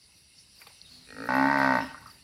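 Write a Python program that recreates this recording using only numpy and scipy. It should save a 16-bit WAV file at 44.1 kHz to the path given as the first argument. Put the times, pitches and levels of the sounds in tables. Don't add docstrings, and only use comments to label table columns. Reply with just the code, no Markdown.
import sys
import numpy as np
from scipy import signal
from scipy.io import wavfile
from scipy.ndimage import uniform_filter1d

SR = 44100
rng = np.random.default_rng(int(sys.argv[2]) if len(sys.argv) > 2 else 0)


def elevation(decibels):
    levels = np.asarray(decibels, float)
    return 10 ** (levels / 20)


def transcribe(u):
    v = np.clip(np.atleast_2d(u).T, -1, 1)
    q = np.round(v * 32767).astype(np.int16)
    wavfile.write(sys.argv[1], SR, q)


N = 98475


def evened(x):
    return x / np.sqrt(np.mean(x ** 2) + 1e-20)


def read(points, hz):
    f, value = np.transpose(points)
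    return np.interp(np.log(hz + 1), np.log(f + 1), value)


def add(mix, s, sound):
    part = mix[round(s * SR):][:len(sound)]
    part += sound[:len(part)]


def resonate(x, hz, width):
    turn = np.exp(2j * np.pi * np.cumsum(hz * np.ones(len(x))) / SR)
    r = np.exp(-np.pi * width / SR)
    return 2 * (turn * signal.lfilter([1 - r], [1, -r], x / turn + 1e-18)).real


def noise(points, patchy_db):
    a, b, p = rng.standard_normal((N // 128 + 5, 257, 3)).T
    p = evened(uniform_filter1d(uniform_filter1d(p, 6, 0), 16, 1))
    colour_db = read(points, np.fft.rfftfreq(512, 1 / SR))[:, None]
    z = (a + 1j * b) * elevation(colour_db + patchy_db * p)
    return evened(signal.istft(z, nperseg=512, noverlap=384)[1][:N])


def swishes(rows):
    t = np.arange(N) / SR
    return sum(elevation(db) * np.exp(-np.where(t < s, (s - t) / rise, (t - s) / fall))
               for s, rise, fall, db in rows)


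def drift():
    return evened(uniform_filter1d(uniform_filter1d(rng.standard_normal(N), 2500), 2500))


def air():
    # frequency in Hz, level in dB per Hz.
    tone = [(30, 9), (120, 0.5), (400, -8), (1500, -13.5), (3300, -12.5), (6600, -21), (10500, -18),
            (15500, -33)]
    return elevation(-68) * noise(tone, patchy_db=1.2)


def wind():
    # time in seconds, level in dB.
    gusts = [(0, -4.5), (.5, -1), (.8, 0.5), (.95, 5), (1.152, 4.5), (1.3, 1), (1.9, 14), (2.1, 5.5),
             (2.23, 5)]
    gust_db = np.interp(np.arange(N) / SR, *np.transpose(gusts))
    rumble = resonate(resonate(rng.standard_normal(N), 84, 100), 84, 260)
    return elevation(-68 + 1.5 * drift() + gust_db) * evened(rumble)


def insects():
    # frequency in Hz, width in Hz, level in dB.
    bands = [(2197, 320, -78), (3063, 220, -80), (2783, 520, -72), (3814, 69, -81), (4600, 2000, -63),
             (5710, 66, -75), (7130, 870, -82.5), (8090, 2860, -72.5)]
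    # time in seconds, level in dB.
    swell = [(0, 1), (.25, 0.5), (.4, 1.5), (.75, 5.5), (.95, -0.5), (1.1, 5.5), (1.9, 4), (2.23, 1.5)]
    t = np.arange(N) / SR
    flat = noise([(20, 0), (20000, 0)], patchy_db=2.0)
    chorus = sum(elevation(db) * evened(resonate(resonate(flat, hz, w), hz, w)) for hz, w, db in bands)
    clicks = .4 + np.cos(np.pi * 126 * t) ** 4
    throb = 1.1 + np.cos(np.pi * 9 * (t - .08)) ** 2
    buzz_hz, width_hz = 9900, 650
    buzz = clicks * throb * rng.standard_normal(N)
    buzz = resonate(resonate(buzz, buzz_hz, width_hz), buzz_hz, width_hz)
    return chorus * elevation(np.interp(t, *np.transpose(swell))) + elevation(-66) * evened(buzz)


def birds():
    # start in seconds, length in seconds, from Hz, to Hz, level in dB.
    whistles = [(0.346, 0.098, 5300, 5350, -56), (0.381, 0.014, 4660, 4470, -48.5),
                (0.583, 0.015, 4730, 4600, -48), (0.62, 0.011, 4750, 4650, -43.5),
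                (0.633, 0.013, 4650, 4600, -50), (0.841, 0.061, 3780, 3730, -51.5),
                (0.875, 0.13, 4395, 4300, -50.5), (.92, 0.19, 4370, 4050, -56.5),
                (2.027, 0.0091, 5230, 4600, -65), (2.068, 0.017, 5170, 4550, -46.5),
                (2.096, 0.025, 5230, 4500, -45), (2.138, 0.028, 5020, 4600, -52)]
    # start and length in seconds, from and to Hz, dB.
    far_low = (.87, .22, 243, 255, -58)
    out = np.zeros(N)
    for s, length, from_hz, to_hz, db in whistles + [far_low]:
        u = np.arange(0, length, 1 / SR) / length
        hz = to_hz + (from_hz - to_hz) * (1 - u) ** 2.11
        blur = evened(resonate(rng.standard_normal(len(u)), hz, .07 * to_hz))
        pure = np.sin(2 * np.pi * np.cumsum(hz) / SR)
        whistled = to_hz > 1000
        pure_share = max(.7 - 4 * length * whistled, .2)
        blur_share = min(8 * length, .8) * whistled
        add(out, s, elevation(db) * np.sin(np.pi * u) ** .7 * (pure_share * pure + blur_share * blur))
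    return out


def brushing():
    # peak in seconds, rise in seconds, fall in seconds, level in dB.
    grass = [(.18, .03, .04, -72), (.56, .008, .015, -68), (.61, .012, .02, -58), (.672, .01, .03, -65),
             (1.268, .025, .012, -58), (1.355, .01, .025, -55), (1.47, .07, .07, -63),
             (1.59, .006, .012, -53), (1.78, .04, .04, -64), (1.64, .03, .08, -63), (1.84, .015, .015, -64),
             (2.012, .008, .012, -66), (2.068, .006, .008, -66), (2.12, .025, .05, -64)]
    # frequency in Hz, level in dB per Hz.
    grass_tone = [(150, -30), (800, -14), (2500, -7), (6500, -12), (9000, -7), (11500, 0), (15500, -9)]
    # peak in seconds, rise in seconds,
    # fall in seconds, level in dB.
    litter = [(0.624, 0.027, 0.027, -60), (.672, 0.006, 0.029, -57.5), (1.87, 0.019, .07, -54.5),
              (2.1, 0.029, 0.095, -64), (0.93, 0.11, 0.31, -67)]
    # frequency in Hz, level in dB per Hz.
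    litter_tone = [(150, -11), (500, -3.5), (1200, -4), (2500, -4.5), (5000, -23)]
    snaps = (rng.random(N) < 400 / SR) * rng.exponential(1, N)
    crackle = 1 + .3 * evened(uniform_filter1d(snaps, 60))
    swish = elevation(3) * swishes(grass) * noise(grass_tone, patchy_db=1.5)
    shuffle = swishes(litter) * noise(litter_tone, patchy_db=1.5)
    return crackle * (swish + shuffle)


def hoof_knocks():
    # time in seconds, level in dB, frequency in Hz, ring t60 in seconds.
    knocks = [(.09, -62, 890, 0.08), (0.617, -43, 2190, 0.072), (0.618, -51.5, 1440, .03),
              (0.667, -47, 1080, 0.03), (.671, -47, 810, 0.036), (.669, -47.5, 2480, 0.034),
              (.67, -48, 3500, .03), (0.671, -45, 4360, 0.028), (.669, -51, 417, 0.03),
              (0.704, -55, 830, 0.07), (0.8155, -39, 4300, 0.018), (1.81, -42, 2690, 0.067),
              (1.811, -41, 3930, 0.055), (1.829, -48, 2750, 0.043), (1.945, -32, 1160, 0.068),
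              (1.978, -40.5, 1510, 0.054), (2.025, -44, 1100, .06), (2.059, -40, 1200, 0.17)]
    out = np.zeros(N)
    u = np.arange(3000) / SR
    for s, db, hz, t60 in knocks:
        knock = elevation(db - 60 * u / t60) * (.7 * rng.standard_normal(len(u)) + 9 * (u == 0))
        for width in (.25 * min(hz, 2600), .4 * min(hz, 2600), .5 * hz):
            knock = resonate(knock, hz, width)
        add(out, s, np.sqrt(SR / hz) * knock)
    return out


def trees(x):
    # frequency in Hz, t60 in seconds.
    fading = [(200, 0.83), (450, 0.63), (1000, 0.78), (1500, 0.68), (2000, 1.06), (4500, 0.38)]
    # delay in seconds, spread in seconds, level in dB.
    trunks = [
        (0.156, 0.0061, -39),
        (.2, 0.014, -48.5),
        (.29, 0.039, -58),
    ]
    taps = np.zeros(SR)
    at = np.arange(400, SR - 40, 40)
    taps[at + rng.integers(0, 40, len(at))] = rng.choice([-1., 1.], len(at))
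    taps *= rng.exponential(1, SR)
    hz, t, z = signal.stft(taps, SR, nperseg=256)
    tail = signal.istft(z * elevation(-60 * t / read(fading, hz)[:, None]), SR, nperseg=256)[1][:SR]
    tail *= elevation(-16.5) / np.linalg.norm(tail)
    for delay, spread, db in trunks:
        clump = taps * np.exp(-((np.arange(SR) / SR - delay) / spread) ** 2)
        clump = resonate(resonate(clump, 1350, 1300), 1350, 1300)
        tail += elevation(db) * clump / np.linalg.norm(clump)
    return signal.fftconvolve(x, tail)[:N]


def snort():
    # start in seconds, length in seconds, level in dB.
    breath = (1.805, 0.14, -45)
    # frequency in Hz, width in Hz, level in dB.
    nose = [(2750, 730, -3.7), (3810, 300, -8), (5270, 410, -2)]
    start, length, level_db = breath
    out, t = np.zeros(N), np.arange(0, length, 1 / SR)
    flow = rng.standard_normal(len(t))
    hiss = sum(elevation(db - 60 * t * hz / 1900) * evened(resonate(resonate(flow, hz, w), hz, w))
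               for hz, w, db in nose)
    edges = np.minimum(t / 0.0022, 1) * np.minimum((length - t) / 0.023, 1)
    add(out, start, elevation(level_db) * hiss * edges)
    return out


def fold_pulses(turns, on):
    jitter_s, shimmer_db = .00006, .8
    at = np.flatnonzero(np.diff(np.floor(turns - 1e-9), prepend=-1) > 0)
    luck = rng.standard_normal((len(at), 2))
    pulses = np.zeros(N)
    pulses[at + np.round(jitter_s * SR * luck[:, 0]).astype(int)] = elevation(shimmer_db * luck[:, 1])
    return pulses / np.sqrt(np.mean(pulses[on] ** 2))


def ring_throat(drive, phase, mouth, throat):
    open_folds = 1 / (1 + np.exp(-12 * (phase - .62)))
    out = np.zeros(N)
    for k, (hz, width, db, gain_db) in enumerate(throat):
        fed = drive * elevation(gain_db * mouth + .9 * drift())
        stretch = .085 * mouth / (1 + (hz / 1300) ** 6)
        ring = resonate(fed, hz * (1 + .005 * drift() + stretch), width)
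        damp_db = -6 * open_folds * min(hz / 1500, 1) ** 2
        out += (-1) ** k * elevation(db + 23 + damp_db) * ring
    return out


def breath_rush(phase, on, effort_db, mouth):
    # frequency in Hz, width in Hz, level in dB, dB gained as the mouth opens.
    bands = [(2220, 194, -26.5, -3.5), (2574, 81, -24.5, -6)]
    late = phase - .31
    flow = on * np.exp(-(late / .31) ** 2) * elevation(effort_db) * rng.standard_normal(N)
    return sum(elevation(db + 33 + gain_db * mouth)
               * resonate(resonate(flow, hz * (1 + .086 * late), w), hz, 2 * w)
               for hz, w, db, gain_db in bands)


def voice(pitch, control, throat, slackens):
    low_orders = [-26, -13, -9.5]
    # frequency in Hz, width in Hz, share 0-1.
    pockets = [
        (328, 65, 1),
        (466, 110, 0.07),
        (680, 29, 1),
    ]
    t = np.arange(N) / SR + .0007
    ts, hz = np.transpose(pitch)
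    on = (t >= ts[0]) & (t < ts[-1])
    turns = np.cumsum(np.interp(t, ts, hz) * on) / SR
    phase = turns % 1
    times, *curves = np.transpose(control)
    effort_db, chest_db, mouth = [np.interp(t, times, c) for c in curves]

    pulses = fold_pulses(turns, on)
    puff = np.exp(-phase / .35)
    puffs = on * puff * rng.standard_normal(N)
    slack = np.clip((t - ts[-1]) / .052 + 1, 0, 1) * slackens
    breath_db = -8 + 9 * np.clip((t - ts[-1]) / .06 + 1, 0, 1)
    drive = (pulses * elevation(-3 * slack) + elevation(breath_db) * puffs) * elevation(effort_db)

    chest_hz = 267.5
    chest = resonate(resonate(pulses * elevation(chest_db + 26.5), chest_hz, 31), chest_hz, 80)
    body = ring_throat(drive, phase, mouth, throat) + chest
    for f, w, share in pockets:
        body = body - np.clip(share * mouth, 0, 1) * resonate(body, f, w)

    hiss = evened(resonate(rng.standard_normal(N), 4340, 1100))
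    hiss = elevation(-19.5 + effort_db) * on * (.5 + puff) * hiss
    low = sum(elevation(db) * np.cos(2 * np.pi * (k + 1) * turns) for k, db in enumerate(low_orders))
    low_level = uniform_filter1d(on * elevation(.5 * (chest_db + effort_db) - 1.5), 600)
    low = low * elevation(-8 * slack) * low_level
    return body + breath_rush(phase, on, effort_db, mouth) + hiss + low


def hum():
    # time in seconds, pulse rate in Hz.
    pitch = [(1.0739, 67.63), (1.0989, 61.87), (1.1189, 47.18), (1.1539, 48.56), (1.1839, 53.82),
             (1.2239, 56.51), (1.2839, 59.41)]
    # time in seconds, effort in dB, chest in dB, throat shaping behind the shut lips 0-1.
    control = [
        (1.075, -67.5, -67, 0),
        (1.107, -53, -59, 0.23),
        (1.125, -50, -50, 0.67),
        (1.146, -52.5, -45.5, 0.66),
        (1.167, -45.5, -44.5, 1),
        (1.206, -41, -39.5, 0.87),
        (1.275, -41, -41, 0.96),
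    ]
    # frequency in Hz, width in Hz, level in dB, dB gained at full throat shaping.
    throat = [(440, 68, -0.5, -4), (847, 35, -21.5, 10), (1246, 127, -10, 3.5), (1580, 360, -6, -5),
              (1864, 16, 10.5, -10), (2430, 62, 5.5, -27.5), (4300, 91, 5, -23)]
    return voice(pitch, control, throat, slackens=False)


def moo():
    # time in seconds, pulse rate in Hz.
    pitch = [(1.2892, 61.54), (1.3592, 66.77), (1.4292, 67.67), (1.5092, 69.97), (1.5792, 68.04),
             (1.6492, 66.67), (1.7292, 64.11), (1.7892, 58.43), (1.8542, 44.9)]
    # time in seconds, effort in dB, chest in dB, mouth opening 0-1.
    control = [
        (1.29, -28, -33, 0.063),
        (1.34, -26.5, -33, 0.37),
        (1.39, -26.5, -29.5, 0.066),
        (1.47, -27, -27.5, 0.45),
        (1.52, -26.5, -30.5, 1),
        (1.59, -25, -32, 0.6),
        (1.608, -23, -31, 1),
        (1.794, -27, -32, 0.46),
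        (1.847, -41.5, -34.5, 1),
    ]
    # frequency in Hz, width in Hz, level in dB, dB gained as the mouth opens.
    throat = [(575.6, 80, -9.5, 2), (859, 35, 0.6, 0.5), (1100, 107, -9.5, -1), (1495.6, 53, -3.5, -1),
              (1864, 50.7, -7.5, 3), (2053, 166, -20, 1.5), (4500, 140, -41.5, 12), (5130, 37, -32, 7)]
    return voice(pitch, control, throat, slackens=True)


def scene():
    soft_top = signal.butter(4, 5800, fs=SR, output="sos")
    cow = signal.sosfilt(soft_top, hum() + moo()) + snort()
    ground = brushing() + hoof_knocks()
    return (cow + trees(cow) + insects() + birds() + ground + wind() + air())[None]


def band_limit(x):
    return signal.sosfilt(signal.butter(12, 15610, fs=SR, output="sos"), x)


def record(dry):
    bass_cut = signal.butter(3, 46, "high", fs=SR)
    return band_limit(signal.lfilter(*bass_cut, dry))


dry = scene()
out = record(dry)
transcribe(out)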